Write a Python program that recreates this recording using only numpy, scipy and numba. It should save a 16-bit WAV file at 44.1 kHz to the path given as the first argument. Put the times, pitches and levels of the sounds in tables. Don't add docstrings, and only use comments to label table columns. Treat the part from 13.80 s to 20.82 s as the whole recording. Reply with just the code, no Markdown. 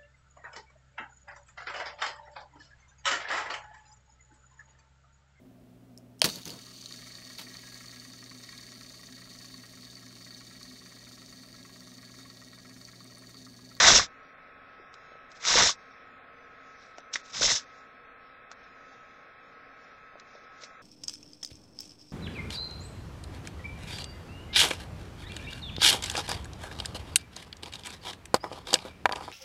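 import sys
import numpy as np
from scipy import signal
from scipy.fft import rfft, irfft, dct
from scipy.io import wavfile
from scipy.ndimage import uniform_filter1d, minimum_filter1d
from numba import njit

SR = 44100
rng = np.random.default_rng(int(sys.argv[2]) if len(sys.argv) > 2 else 0)


def makeup_ratio(level_db):
    decades = np.asarray(level_db, float) / 20
    return 10 ** decades


def store_wav(level_fs):
    pcm = np.round(np.clip(np.atleast_2d(level_fs), -1, 1) * 32767)
    wavfile.write(sys.argv[1], SR, pcm.T.astype(np.int16))


N = 309582

# frequency in Hz, density in dB per Hz.
FAN_AIR = [(25, -13.5), (195, -13), (272, -9.5), (310, -18.5), (482, -8), (800, -9.5), (930, -19.5),
           (1050, -11.5), (1400, -6), (2000, -9), (2600, -14), (2800, -26), (3300, -43), (9000, -95.5)]
# frequency in Hz, density in dB per Hz.
FAN_HISS = [(1500, -40.5), (2700, -8.5), (3050, -4), (3400, -1), (4000, -4), (4600, -11), (5300, -7),
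            (6000, -15.5), (7000, -13), (8000, -32)]
# frequency in Hz, rms level in dB.
FAN_WHINES = [(269.2, -73.5), (339.1, -80.5), (473.7, -71), (1087, -67.5), (1292, -58.5), (1631, -68.5),
              (2579, -74.5), (2719, -90)]
# frequency in Hz, density in dB per Hz.
PAPER_COLOUR = [(30, -14.5), (160, -13), (324, -13.5), (517, -6), (1170, -6), (1440, -5.5), (1960, -4),
                (3150, -10.5), (3600, -2), (4550, -6.5), (5150, -2.5), (5800, -2.5), (6500, -5.5),
                (7900, -13)]

# low edge in Hz, high edge in Hz, grains per second,
# cycles a grain, size scatter in dB, burst depth in dB, bursts per second.
SNAP = (4500, 7910, 6000, 5.2, 3.1, 1.6, 150)
BUZZ = (2600, 4500, 3000, 6.0, 2.6, 0.96, 120)
CRACKLE = (926, 2600, 1500, 6.16, 1.7, 3.0, 100)
FLAP = (300, 1000, 450, 5.5, 2.4, 1.1, 45)
PUSH = (19, 300, 460, 2.8, 0.88, 1.519, 30)
SLIDE = (2100, 8200, 5500, 12, 2, 4.6, 110)
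# level in dB re the pull,
# share of the slack (ratio), power of the swing (exponent).
LAYER_ANSWERS = [
    (0.12, 0.017, 0.0088),
    (-1.5, 0.3085, 0.032),
    (-1.5, 1, .01),
    (-7, 0.697, .35),
]

# time in seconds, pull as level of the snapping fibres in dB,
# slack of the sheet in dB.
FIRST_RIP = [
    (0.0, -24, 3.5),
    (0.078, -18, -2.5),
    (0.084, -16, -2.5),
    (0.146, -22.5, -5),
    (0.15, -16.5, -10),
    (0.18, -18, -10.5),
    (0.198, -29, 2),
    (0.244, -38.5, -5),
    (0.268, -54.5, 0.5),
]
SECOND_RIP = [
    (1.6, -60.5, 8),
    (1.674, -25, -6.5),
    (1.736, -25.5, -3),
    (1.75, -23.5, -5.5),
    (1.786, -22.5, 0.5),
    (1.874, -23.5, -6.5),
    (1.906, -28, -8),
    (1.942, -52, -9.5),
    (1.95, -63, -5),
]
NICK = [
    (3.325, -62, 6),
    (3.339, -28.5, -19.5),
    (3.351, -42, -9),
    (3.359, -35, 1.5),
    (3.375, -54, -6),
    (3.406, -60, 3),
]
SLOW_START = [
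    (3.49, -74, 0),
    (3.502, -50, -6),
    (3.52, -58, -10),
    (3.544, -39, -2),
    (3.608, -36, -9),
]
THIRD_RIP = [
    (3.608, -31, -12),
    (3.63, -23.5, -9.5),
    (3.668, -23, -17),
    (3.68, -27, -5.5),
    (3.722, -25, -8),
    (3.75, -32, -14),
    (3.76, -26, -12),
    (3.828, -60, -7),
    (3.835, -63, 11),
]
# loudest at in seconds, level in dB,
# rise in seconds, fall in seconds.
AIR = [
    (0.13, -33, 0.16, .12),
    (1.808, -38, .14, 0.11),
    (3.674, -42, 0.14, 0.037),
    (3.726, -42.5, 0.024, 0.036),
]
# time in seconds, peak in dB, pitch in Hz.
POPS = [(0.0473, -8.5, 2000), (0.0757, -8.5, 1990), (0.158, -16, 1390), (0.1955, -15.5, 1160),
        (1.652, -26, 1310), (1.713, -18.5, 1520), (1.755, -16.5, 510), (1.892, -20.5, 1150),
        (3.6203, -21, 1480), (3.6527, -21, 2100), (3.6772, -21, 2010), (3.7026, -18, 1980),
        (3.7625, -30, 1730), (3.7969, -37, 1700)]

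# loudest at in seconds, level in dB, rise in seconds, fall in seconds.
RUSTLE = [(0.29, -63.5, 0.026, 0.082), (0.435, -71.5, .03, 0.22), (1.0, -72, .4, 0.19),
          (1.31, -66.5, 0.41, 0.087), (1.46, -72.5, .03, 0.22), (1.56, -58.5, 0.11, 0.17),
          (1.99, -64.5, 0.049, 0.14), (2.105, -66.5, 0.028, 0.24), (2.656, -70, 0.2, 0.063),
          (2.885, -68.5, .27, 0.16), (3.03, -60, 0.11, 0.094), (3.17, -66, 0.097, 0.12),
          (3.46, -56.5, .15, 0.15), (3.84, -64.5, .03, 0.14), (3.973, -66, 0.28, 0.15),
          (4.475, -73, .15, 0.072), (4.70, -79, .45, .1), (4.836, -67, 0.14, 0.23), (5.13, -65, .3, 0.1),
          (5.314, -66.5, 0.15, 0.21), (5.62, -71.5, .05, 1.7), (6.01, -68, .1, 0.4),
          (6.32, -73.5, .03, 0.33), (6.55, -63.5, 0.15, 0.12), (6.64, -67.5, .03, 0.24),
          (6.842, -48.5, .06, 0.022), (6.85, -58, 0.16, 0.12), (6.99, -76.5, 0.18, 0.11)]
# time in seconds, peak in dB, body of the sheet in dB re peak,
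# body pitch in Hz, length in ms.
CREASES = [(1.1405, -37, 0.5, 1280, 8.9), (1.517, -41, -6, 1290, 7), (1.6511, -16.5, -1.5, 2240, 5),
           (3.183, -33, -2, 1450, 4.5), (3.204, -43, -10, 1280, 7.2), (3.3373, -18, -14, 2260, 6.9),
           (3.339, -24, -13, 2300, 8.3), (3.3566, -19.5, 7, 1950, 5.3), (3.5024, -45, -13, 2260, 5.9),
           (6.3981, -37, -12, 1260, 5.3), (6.8358, -29, -5, 2100, 11)]
# time in seconds, peak in dB, body of the sheet in dB re peak,
# body pitch in Hz, length in ms.
CRUMPLES = [
    (0.4886, -53, 3, 1290, 18),
    (2.8894, -57, 4, 1330, 16),
    (3.024, -53, -4, 1300, 21),
    (3.5516, -27.5, -1, 2250, 28),
    (3.567, -27, -7, 1320, 19),
    (4.472, -50, -11, 1280, 14),
    (4.7147, -33.5, 5, 1400, 18),
    (6.3736, -53, 8, 1200, 17),
    (6.55, -43, -0.5, 1270, 18),
    (6.8194, -42, -2, 1290, 17),
]
# time in seconds, peak in dB, pitch in Hz.
TAPS = [(0.997, -47.5, 390), (1.318, -45.5, 575), (1.354, -44.5, 560), (3.183, -37, 707), (3.357, -39, 597),
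        (3.611, -26.5, 534), (3.641, -26.5, 570), (4.713, -45, 800), (5.77, -51, 540), (6.355, -41.5, 600),
        (6.552, -44, 600), (6.834, -47, 559)]
# mirror in Hz, low edge in Hz, high edge in Hz, level in dB.
IMAGES = [(22530, 14500, 15900, -37.5), (14720, 8900, 9700, -38)]


def level(x, db):
    return x * makeup_ratio(db) / np.sqrt(np.mean(x ** 2))


def colour(x, points):
    hz, db = np.transpose(points)
    bins = np.maximum(np.arange(2049) * SR / 4096, 1)
    log_gain = np.interp(np.log(bins), np.log(hz), db) * np.log(10) / 20
    cepstrum = irfft(log_gain)
    cepstrum[1:2048] *= 2
    cepstrum[2049:] = 0
    return signal.fftconvolve(x, irfft(np.exp(rfft(cepstrum))))[:N]


def band(x, lo_hz, hi_hz):
    return signal.sosfilt(signal.butter(3, [lo_hz, hi_hz], "band", fs=SR, output="sos"), x)


def walk(rate):
    hold = int(SR / rate)
    steps = rng.standard_normal(N // hold + 1)
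    return 0.77 * uniform_filter1d(np.repeat(steps, hold), hold)[:N]


def swells(rows, bend):
    t = np.arange(0, N, 32)[:, None] / SR
    s, db, rise, fall = np.transpose(rows)
    away = np.where(t < s, (s - t) / np.abs(rise), (t - s) / np.abs(fall))
    drop_db = 21.5 * np.minimum(away, 9) ** bend
    power = np.sum(makeup_ratio(db - drop_db) ** 2, axis=1)
    return np.interp(np.arange(N) / SR, t[:, 0], np.sqrt(power))


@njit
def ring(s, hz, cycles, size):
    y = np.zeros(N)
    for k in range(len(s)):
        turn = np.exp((2j * np.pi - 2.3 / cycles[k]) * hz[k] / SR)
        z, start = size[k] + 0j, int(s[k] * SR)
        for i in range(start, min(start + int(3 * cycles[k] * SR / hz[k]), N)):
            y[i] += z.imag
            z *= turn
    return y


def grains(lo_hz, hi_hz, rate, cycles, scatter_db, burst_db, bursts):
    when, pitch, size, sign = rng.random((int(rate * N / SR), 4)).T
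    hz = lo_hz + (hi_hz - lo_hz) * pitch
    scatter = makeup_ratio(scatter_db * np.minimum(-np.log(1 - size), 4))
    size = scatter * np.sqrt(hz) * np.sign(sign - 0.5)
    raw = ring(when * N / SR, hz, np.full(len(hz), 1.0 * cycles), size)
    bursting = raw * makeup_ratio(burst_db * walk(bursts))
    sound = level(band(colour(bursting, PAPER_COLOUR), lo_hz, hi_hz), 0)
    spent = uniform_filter1d(uniform_filter1d(sound ** 2, size=1200), size=1200)
    return level(sound / (spent + 0.05) ** 0.35, 0)


def fan():
    air = level(colour(rng.standard_normal(N), FAN_AIR), -54.5) * makeup_ratio(0.46 * walk(4.3))
    hiss = level(colour(rng.standard_normal(N), FAN_HISS), -70.5)
    drift = 1 + 0.003 * walk(1.1)
    whine = 0
    for hz, db in FAN_WHINES:
        phase = 2 * np.pi * np.cumsum(hz * (drift + 0.003 * walk(30))) / SR
        whine = whine + np.sqrt(2) * makeup_ratio(db + 2.0 * walk(15)) * np.sin(phase)
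    return air + hiss + whine


def air_gain():
    return swells(AIR, 1.8)


def pulled(db_re, share):
    t, db = np.arange(N) / SR, np.full(N, -120.0)
    for rip in (FIRST_RIP, SECOND_RIP, NICK, SLOW_START, THIRD_RIP):
        s, pull_db, slack_db = np.transpose(rip)
        inside = (t >= s[0]) & (t <= s[-1])
        db[inside] = np.interp(t[inside], s, pull_db + db_re + share * slack_db)
    return makeup_ratio(uniform_filter1d(db, size=64))


def tears():
    no_swing_db, full_swing_db = -65, -33.5
    swing = (air_gain() + makeup_ratio(no_swing_db)) / makeup_ratio(full_swing_db)
    total = np.zeros(N)
    for layer, (db, slack, swung) in zip((SNAP, BUZZ, CRACKLE, FLAP), LAYER_ANSWERS):
        total += grains(*layer) * pulled(db, slack) * swing ** swung
    return total


def pushed_air():
    return grains(*PUSH) * air_gain()


def pops():
    s, db, hz = np.transpose(POPS)
    return band(ring(s, hz, np.full(len(s), 10.0), makeup_ratio(db - 1.5)), 300, 3800)


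def rustle():
    return grains(*SLIDE) * swells(RUSTLE, 1.1)


def creases():
    s, db, body_db, body_hz, ms = np.vstack([CREASES, CRUMPLES]).T
    late, pitch, sign = rng.random((3, len(s), 60))
    size = makeup_ratio(db[:, None] - 2 - 23 * late) * np.sign(sign - 0.5)
    when = s[:, None] + ms[:, None] / 1000 * late ** 1.15
    hz = 2600 + 4800 * pitch
    clicks = ring(when.ravel(), hz.ravel(), np.full(late.size, 4.0), size.ravel())
    body = ring(s + 0.00062, body_hz, np.full(len(s), 6.0), makeup_ratio(db + body_db - 3.0))
    return band(colour(clicks, PAPER_COLOUR) + body, 930, 11000)


def taps():
    s, db, hz = np.transpose(TAPS)
    return band(ring(s, hz, np.full(len(s), 4.0), makeup_ratio(db + 4.5)), 260, 2300)


def room_echo(x):
    t60_s, echo_db = 0.054, -11.5
    t = np.arange(SR // 3) / SR
    echo = rng.standard_normal(len(t)) * makeup_ratio(-60 * t / t60_s) * (t > 0.003)
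    echo *= makeup_ratio(echo_db) / np.sqrt(np.sum(echo ** 2))
    return signal.fftconvolve(x, echo)[:N]


def scene():
    whir = fan()
    paper = tears() + pushed_air() + pops() + rustle() + creases() + taps()
    return (paper + room_echo(paper) + whir)[None]


def coarse_frames(x, size, below_db, slope_db, patchy_db):
    count, half, bands, quiet_db = N // size + 2, size // 2, 128, -53
    window = np.sin(np.pi * (np.arange(2 * size) + 0.5) / (2 * size))
    padded = np.pad(x, (size, count * size - N))
    frames = np.array([padded[k * size:(k + 2) * size] * window for k in range(count)])
    a, b, c, d = np.split(frames, 4, axis=1)
    lines = dct(np.hstack([-c[:, ::-1] - d, a - b[:, ::-1]]), type=4, norm="ortho")
    loud = np.sqrt(np.mean(lines ** 2, axis=1, keepdims=True))
    wander = np.repeat(rng.standard_normal((count, bands)), size // bands, axis=1)
    khz = np.arange(size) * SR / (2000 * size)
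    step = np.maximum(makeup_ratio(quiet_db), loud * makeup_ratio(below_db)) * makeup_ratio(patchy_db * wander + slope_db * khz)
    u = dct(np.round(lines / step) * step, type=4, norm="ortho")
    frames = np.hstack([u[:, half:], -u[:, :half - 1:-1], -u[:, half - 1::-1], -u[:, :half]]) * window
    out = np.zeros(len(padded))
    out[:count * size] += frames[:, :size].ravel()
    out[size:] += frames[:, size:].ravel()
    return out[size:size + N]


def thinned_treble(x):
    long, short = 4096, 512
    treble = uniform_filter1d(band(x, 2200, 8800) ** 2, size=short)
    near = -minimum_filter1d(-1.0 * (treble > makeup_ratio(-56.5) ** 2), size=2 * short)
    share = uniform_filter1d(near, size=short)
    steady = coarse_frames((1 - share) * x, long, below_db=-20, slope_db=0.64, patchy_db=4.5)
    busy = coarse_frames(share * x, short, below_db=-17, slope_db=-0.8, patchy_db=4)
    return signal.sosfilt(signal.ellip(10, 0.3, 90, 8047, fs=SR, output="sos"), busy + steady)


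def mirror_images(x):
    total = np.zeros(N)
    for mirror_hz, lo_hz, hi_hz, db in IMAGES:
        mirrored = x * np.cos(2 * np.pi * mirror_hz * np.arange(N) / SR)
        total += makeup_ratio(db) * band(band(mirrored, lo_hz, hi_hz), lo_hz, hi_hz)
    return total


def band_limit(x):
    return signal.sosfilt(signal.butter(12, 16400, fs=SR, output="sos"), x)


def record(dry):
    heard = thinned_treble(dry[0])
    last_bit = makeup_ratio(-91) * rng.standard_normal(N)
    mix = heard + last_bit + mirror_images(heard)
    return band_limit(mix[None])


dry = scene()
out = record(dry)
store_wav(out)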